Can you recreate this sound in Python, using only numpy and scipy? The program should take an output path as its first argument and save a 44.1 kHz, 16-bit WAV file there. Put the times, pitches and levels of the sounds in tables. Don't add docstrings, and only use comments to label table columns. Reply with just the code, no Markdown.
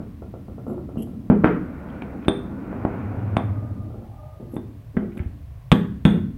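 import sys
import numpy as np
from scipy import signal
from scipy.fft import rfft, irfft
from scipy.io import wavfile
from scipy.ndimage import uniform_filter1d, minimum_filter1d

SR = 44100
rng = np.random.default_rng(int(sys.argv[2]) if len(sys.argv) > 2 else 0)


def generate_wav(signal):
    frames = np.transpose(np.atleast_2d(signal))
    scaled = np.clip(frames, -1, 1) * 32767
    pcm = np.round(scaled).astype(np.int16)
    wavfile.write(sys.argv[1], SR, pcm)


N = 280917
TIME_S = np.arange(N) / SR
EVENT_S = TIME_S[:SR]

# t/s, thud/dB, thud f/Hz, clack/dB, ring/dB, room send/dB
HAMMER_HITS = [(5.7170, -4, 127.6, -1.5, -18.5, -13), (5.725, 2, 216, -4.5, -29.5, -5),
               (6.052, 5, 184, -8.5, -19.5, -3.5), (6.056, -10.5, 258, -18, -35, -9)]
# t/s, thud/dB, thud f/Hz, clack/dB, clack f/Hz, tilt/(dB/oct), crack/dB, ring/dB
TIP_TOUCHES = [(2.0221, -24, 413, -26.5, 895, -3, -39, -63), (2.2826, -1, 336, -8, 800, -3.5, -16.5, -16.5),
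               (3.368, -9, 255, -6.5, 1070, -6.5, -21, -29), (4.5658, -15, 291, -23, 900, -6, -46, -47),
               (5.172, -31, 199, -37, 734, 4, -42, -51)]
# t/s, thud/dB, thud f/Hz, clack/dB, clack f/Hz, tilt/(dB/oct), room send/dB
TABLE_KNOCKS = [ (0.002, -21.5, 250, -34.5, 690, -6, 6), (0.9716, -15.5, 228, -37, 513, -4, -4.5),
                (1.3003, 5.5, 231, -2.5, 666, -5.5, -5.5), (1.3205, -21, 260, -24, 690, 1.5, 2.5),
                (1.4380, -8, 386, -30, 690, 0, 9.5), (1.4438, -2.5, 260, -2, 696, 1, -2),
                (1.46, -11, 264, -26.5, 760, -4, 7), (2.7290, -21.5, 444, -28, 762, -3, -13),
                (2.8508, -8.5, 298, -13, 1050, -11, -4), (4.968, -12, 243, -20, 690, 0, -2),
                (4.9727, -9.5, 235, -28, 810, 1, -5), (5.2, -19, 84.4, -33.5, 810, 3, 1.5),
                (5.259, -19.5, 74, -42, 600, -5, -27), ]
# t/s, level/dB
LIGHT_TAPS = [(0.2212, -28), (0.3395, -27.5), (0.4828, -30.5), (0.5814, -29), (0.6668, -24.5),
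              (0.699, -25.5), (0.723, -29), (0.779, -26.5), (0.89, -30), (0.958, -30), (1.072, -33),
              (1.134, -38.5), (2.94, -23), (3.903, -34), (3.943, -31.5), (4.022, -36)]
# t/s, length/s, scrape/dB, slide/dB
RUB_STROKES = [(0.667, 0.097, -73, -30), (0.977, 0.038, -70.5, -31), (1.02, 0.013, -52, -54),
               (3.947, 0.095, -90, -42), (4.392, 0.056, -80, -35), (4.519, 0.056, -61, -34),
               (4.935, 0.031, -80, -42), (5.016, 0.052, -82.5, -33), (5.145, 0.051, -59, -36.5),
               (5.17, 0.0043, -45.5, -52), (6.1, 0.069, -101.5, -25)]
# t/s, length/s, centre f/Hz, level/dB
GRATE_STROKES = [(1.887, 0.019, 3280, -57), (2.018, 0.008, 2400, -38.5), (2.219, 0.044, 2470, -47.5),
                 (2.238, 0.022, 3380, -55), (4.967, 0.011, 1950, -35), (5.114, 0.02, 2300, -57),
                 (5.173, 0.006, 2530, -42), (5.185, 0.021, 2270, -47.5)]
# t/s, length/s, f/Hz, glide/(Hz/s), level/dB
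STEEL_SQUEAKS = [(0.664, 0.085, 3740, 0, -68), (0.977, 0.048, 1920, -3, -60.5),
                 (1.021, 0.017, 1420, 2, -55.5), (4.475, 0.035, 11400, 0, -70),
                 (4.51, 0.045, 11600, -12000, -66)]

# f/Hz, level/dB, t60/s
TABLE_MODES = [(83, -59.5, 0.27), (109.7, -20, 0.29), (173.7, -21.5, 0.73), (178, -36, 0.21),
               (205.8, -16.5, 0.64), (256, -36.5, 0.36), (251, -10, 0.18), (286.3, -31, 1),
               (322, -16.5, 0.38), (395.5, -14.5, 0.49), (486.5, -16, 0.47), (636.6, -3.5, 0.14),
               (720, -26, .35)]
PUNCH_MODES = [(3260, -31.5, .22), (3400, -29, .15), (3550, -7, 0.065), (3590, -10.5, 0.064),
               (3570, -27.5, 0.26), (8720, -29, .18), (8740, -19, .05), (8950, -24.5, .03),
               (8840, -38, 0.28)]
DIE_MODES = [(2580, 5, .022), (2880, 4, .022), (3440, 8, .035), (6700, -14, .02), (8592, -23, .2),
             (12398, -22.5, .33), (12425, -27, .13), (14350, -26, .12)]
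PICK_MODES = [(9889, -12, .2), (10700, -10, .1), (12180, -9, .3), (12360, 0, .33)]
# f/nominal f, density/dB
CLACK_SPECTRUM = [(.25, -13.5), (.6, 13), (1.05, 8), (1.6, 2), (2.1, 2.5), (2.6, -6.5), (3.2, -7.5),
                  (4.5, -19.5), (5.7, -35), (16, -67)]
GRATE_SPECTRUM = [(.3, -22.5), (.75, -8.5), (1, -2), (1.15, -15.5), (1.4, -24), (2, -43), (5, -57)]
# f/Hz, density/dB
CRACK_SPECTRUM = [(600, -35.5), (1200, 23.5), (1900, 9), (2550, 18), (3500, 15.5), (4200, 0), (5600, -7.5),
                  (7000, -8.5), (8800, -7), (11000, -18.5), (15000, -21.5)]
TAP_SPECTRUM = [(80, 4), (250, 9), (450, 11.5), (720, 6), (1000, -7.5), (1380, -4), (1750, -52.5),
                (4000, -50), (10000, -64.5)]
SCRAPE_SPECTRUM = [(2000, -10.5), (2700, -2), (3000, -5.5), (3400, -23), (5000, -16.5), (7000, -10.5),
                   (7800, 0), (8800, -7), (9650, 3.5), (10400, -2), (11350, 7), (12600, -3.5), (15000, -23)]
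SLIDE_SPECTRUM = [(50, -20), (120, -7.5), (260, 4), (370, -4), (520, -12), (800, -20.5), (1400, -48),
                  (3000, -58), (8000, -86.5)]

# f/Hz, density/dB
TYRE_SPECTRUM = [(76, -46), (130, -6), (156, -7), (185, 2), (306, -2.5), (345, -11.5), (522, -16.5),
                 (1280, -30.5), (1470, -28.5), (1620, -37.5), (2400, -44), (3360, -65.5), (5000, -88.5),
                 (6500, -81), (11000, -120)]
TOWN_SPECTRUM = [(15, -25.5), (25, -12.5), (113, -5), (133, -8), (152, -14.5), (204, -37), (582, -32.5),
                 (684, -29.5), (848, -40), (1110, -35), (1240, -43), (1950, -42.5), (7100, -56.5),
                 (15500, -53)]
# t/s, tilt/(dB/oct)
TYRE_TILT = [(1.25, 2), (1.55, 7.5), (1.85, 5), (2.15, 3), (2.5, 2.5), (2.8, 4.5), (3.05, 5), (3.3, 4),
             (3.7, 9)]
# t/s, hold/s, level/dB
HORN_TOOTS = [(3.563, 0.1, -48.5), (3.81, 0.05, -53.5), (4.195, 0.094, -50.5), (4.37, 0.12, -59.5)]
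# f/Hz, t60/s
ROOM_DECAY = [(100, 0.94), (250, 0.78), (600, 0.31), (1500, 0.49), (3500, 0.38), (8000, 0.43),
              (15000, 0.35)]

TOP_HZ = 15800


def impacts():
    thuds, clacks, cracks, rings, send = np.zeros((5, N))
    for t_s, room_db, sounds in contacts():
        for track, sound, offset_db in zip((thuds, clacks, cracks, rings), sounds, (-5, 1, -6.5, -1)):
            add(track, t_s, sound)
            add(send, t_s, undb(room_db + offset_db) * sound)
    clacks = signal.sosfilt(signal.butter(2, 4500, fs=SR, output="sos"), clacks)
    tabletop = undb(-40.5) * signal.fftconvolve(thuds, ring(TABLE_MODES))[:N]
    return thuds + tabletop + clacks + cracks + rings + room(send)


def contacts():
    for t_s, thud_db, thud_hz, clack_db, punch_db, room_db in HAMMER_HITS:
        sounds = contact(thud_db, thud_hz, clack_db, clack_hz=790, tilt_db_oct=0, crack_db=clack_db - 2,
                         punch_db=punch_db, die_rel_db=-10, t60_scale=0.3)
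        yield t_s, room_db, sounds
    for t_s, *touch in TIP_TOUCHES:
        yield t_s, -5.5, contact(*touch)
    for t_s, thud_db, thud_hz, clack_db, clack_hz, tilt_db_oct, room_db in TABLE_KNOCKS:
        crack_db = clack_db - 28.5
        yield t_s, room_db, contact(thud_db, thud_hz, clack_db, clack_hz, tilt_db_oct, crack_db)


def contact(thud_db, thud_hz, clack_db, clack_hz, tilt_db_oct, crack_db,
            punch_db=-np.inf, die_rel_db=-np.inf, t60_scale=1):
    thud = 2.116 * ring([(thud_hz, thud_db, 4.04 / thud_hz)]) * rise(0.2 / thud_hz)
    spectrum = [(ratio * clack_hz, db + tilt_db_oct * np.log2(ratio)) for ratio, db in CLACK_SPECTRUM]
    clack = undb(clack_db) * click(spectrum, chatter=0.091, t60_s=0.024)
    crack = undb(crack_db) * click(CRACK_SPECTRUM, chatter=0.16, t60_s=0.017)
    punch = ring([(hz, db, t60_scale * t60_s) for hz, db, t60_s in PUNCH_MODES])
    steel = undb(punch_db) * (punch + undb(die_rel_db) * ring(DIE_MODES))
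    rattle = 1 + 0.4 * wander(180)[:SR]
    return thud, clack, crack, steel * rattle * rise(0.0007)


def click(spectrum, chatter, t60_s, size=2048):
    cepstrum = irfft(np.log(undb(at_hz(spectrum, np.fft.rfftfreq(size, 1 / SR)))))
    pulse = irfft(np.exp(rfft(2 * cepstrum[:size // 2], size)))
    force = chatter * (rng.standard_normal(SR) * decay(t60_s))[:size]
    force[0] = 1
    phase_rad = np.angle(rfft(force, 2 * size))
    flat_force = irfft(np.exp(1j * phase_rad))[:size] * np.linalg.norm(force)
    return signal.fftconvolve(flat_force, pulse / np.abs(pulse).max())


def ring(modes):
    return sum(undb(db) * decay(t60_s) * np.sin(2 * np.pi * hz * EVENT_S) for hz, db, t60_s in modes)


def handling():
    tabletop, steel = np.zeros((2, N))
    for t_s, db in LIGHT_TAPS:
        add(tabletop, t_s, undb(db + 2) * click(TAP_SPECTRUM, chatter=0.079, t60_s=0.053))
    for t_s, length_s, scrape_db, slide_db in RUB_STROKES:
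        add(steel, t_s, undb(scrape_db) * rub(length_s, SCRAPE_SPECTRUM, slips_per_s=350))
        add(tabletop, t_s, undb(slide_db) * rub(length_s, SLIDE_SPECTRUM))
    for t_s, length_s, hz, db in GRATE_STROKES:
        spectrum = [(ratio * hz, density_db) for ratio, density_db in GRATE_SPECTRUM]
        add(steel, t_s, undb(db) * rub(length_s, spectrum))
    for t_s, length_s, hz, glide_hz_s, db in STEEL_SQUEAKS:
        add(steel, t_s, undb(db) * squeak(length_s, hz, glide_hz_s))
    steel += pick_squeak()
    add(steel, t_s=1.45, sound=undb(-59) * ring(PICK_MODES))
    return undb(-0.5) * tabletop + steel + room(undb(-2) * tabletop + undb(-10) * steel)


def rub(length_s, spectrum, slips_per_s=600):
    slips = rng.standard_normal(SR) * (rng.random(SR) < slips_per_s / SR)
    return pressure(length_s) * colour(slips, spectrum)


def squeak(length_s, hz, glide_hz_s):
    jitter = 1 + 0.016 * wander(700)[:SR]
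    phase_rad = phase((hz + glide_hz_s * np.minimum(EVENT_S, length_s)) * jitter)
    slips = sum(np.sin(k * phase_rad) for k in range(1, int(TOP_HZ / hz) + 1))
    flutter_db = 2.9 * wander(150)[:SR]
    return pressure(length_s) * colour(slips * undb(flutter_db), SCRAPE_SPECTRUM)


def pick_squeak(t_s=0.98, glide_hz_s=4400):
    level_db = -53 + swell_db(t_s, hold_s=0.053, attack_db_s=1500, release_db_s=1500)
    return undb(level_db) * narrowband(2840 + glide_hz_s * (TIME_S - t_s), width_hz=600)


def pressure(length_s):
    return np.sqrt(np.sin(np.pi * np.minimum(EVENT_S / length_s, 1)).clip(0))


def vehicle():
    distance_db = swell_db(1.946, hold_s=1.383, attack_db_s=5, release_db_s=10)
    screen_db = -54.5 * np.maximum(TIME_S - 3.87, 0)
    revs = np.interp(TIME_S, [2.3, 2.8], [0, 1])
    return (tyres(revs, distance_db) + exhaust(revs)) * undb(distance_db + screen_db)


def tyres(revs, distance_db):
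    level_db = -34.5 + 1.5 * revs
    tilt_db_oct = np.interp(TIME_S, *np.transpose(TYRE_TILT)) + 2.25 * distance_db
    noise = colour(rng.standard_normal(N), TYRE_SPECTRUM)
    return sum(band * undb(level_db + tilt_db_oct * max(np.log2(hz / 300), 0) + 1.1 * wander(15))
               for hz, band in bands(noise))


def exhaust(revs, idle_hz=71.83, revved_hz=102.8):
    firing_hz = idle_hz + (revved_hz - idle_hz) * revs
    phase_rad = phase(firing_hz * (1 + 0.0374 * wander(30)))
    scatter = undb(2) * narrowband(firing_hz, width_hz=64)
    drone = unit_rms(np.sin(phase_rad) + undb(-18) * np.sin(2 * phase_rad) + scatter)
    boom_db = np.maximum(19.5 + swell_db(3.346, hold_s=0.11, attack_db_s=30, release_db_s=20), 0)
    return drone * undb(-42.5 + boom_db + 0.5 * wander(21.68))


def horn(hz=608, smear_hz=90):
    envelope = sum(undb(db + swell_db(t_s, hold_s, attack_db_s=226, release_db_s=123))
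                   for t_s, hold_s, db in HORN_TOOTS)
    return envelope * (undb(2) * narrowband(hz, smear_hz) + undb(-2.5) * narrowband(2 * hz, smear_hz))


def whine(t_s=3.9, glide_hz_s=220):
    level_db = -53 + swell_db(t_s, hold_s=0.35, attack_db_s=21, release_db_s=87)
    return undb(level_db) * narrowband(742 + glide_hz_s * (TIME_S - t_s), width_hz=230)


def town(corner_hz=900):
    noise = undb(-43.5) * colour(rng.standard_normal(N), TOWN_SPECTRUM)
    return sum(band * undb((3 + 2.5 * wander(2.2)) / (1 + (hz / corner_hz) ** 2))
               for hz, band in bands(noise))


def room(x, build_cycles=3.4):
    tail = sum(band * decay(at_hz(ROOM_DECAY, hz)) * rise(build_cycles / hz)
               for hz, band in bands(rng.standard_normal(SR)))
    response = unit_rms(tail) / np.sqrt(SR)
    add(response, t_s=0.0135, sound=undb([-9.5]))
    return signal.fftconvolve(x, response)[:N]


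def narrowband(hz, width_hz):
    phase_rad = phase(np.broadcast_to(hz, N))
    return (wander(width_hz) * np.sin(phase_rad) + wander(width_hz) * np.cos(phase_rad)) / np.sqrt(2)


def wander(rate_hz):
    size = int(SR / rate_hz)
    steps = np.repeat(rng.standard_normal(N // size + 1), size)
    return unit_rms(uniform_filter1d(uniform_filter1d(steps, size), size)[:N])


def colour(x, spectrum):
    gain = undb(at_hz(spectrum, np.fft.rfftfreq(len(x), 1 / SR)))
    return unit_rms(irfft(rfft(x) * gain, len(x)))


def bands(x, count=20):
    centres_hz = np.geomspace(25, 16000, count)
    bins_hz, spectrum = np.fft.rfftfreq(len(x), 1 / SR), rfft(x)
    return [(hz, irfft(spectrum * np.interp(bins_hz, centres_hz, weights), len(x)))
            for hz, weights in zip(centres_hz, np.eye(count))]


def at_hz(points, hz):
    points_hz, values = np.transpose(points)
    return np.interp(np.log(np.maximum(hz, 1)), np.log(points_hz), values)


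def swell_db(t_s, hold_s, attack_db_s, release_db_s):
    since_s = TIME_S - t_s
    return attack_db_s * np.minimum(since_s, 0) - release_db_s * np.maximum(since_s - hold_s, 0)


def rise(tau_s):
    return 1 - np.exp(-EVENT_S / tau_s)


def decay(t60_s):
    return np.exp(-np.log(1000) * EVENT_S / t60_s)


def phase(hz):
    return 2 * np.pi * np.cumsum(hz) / SR


def undb(db):
    return 10 ** (np.asarray(db) / 20)


def unit_rms(x):
    return x / np.sqrt(np.mean(x ** 2))


def add(track, t_s, sound):
    start = int(t_s * SR)
    track[start:start + len(sound)] += sound[:max(N - start, 0)]


def scene():
    return (impacts() + handling() + vehicle() + horn() + whine() + town())[None]


def record(dry):
    x = signal.sosfilt(signal.butter(2, 36, "high", fs=SR, output="sos"), dry)
    release_db_s, smooth_samples = 110, 45
    over_db = 20 * np.log10(np.maximum(np.abs(x), 1))
    recovery_db = release_db_s * TIME_S
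    gain = undb(recovery_db - np.maximum.accumulate(over_db + recovery_db))
    gain = minimum_filter1d(gain, 2 * smooth_samples)
    gain = uniform_filter1d(uniform_filter1d(gain, smooth_samples), smooth_samples)
    return signal.sosfilt(signal.ellip(8, .2, 70, TOP_HZ, fs=SR, output="sos"), x * gain)


dry = scene()
out = record(dry)
generate_wav(out)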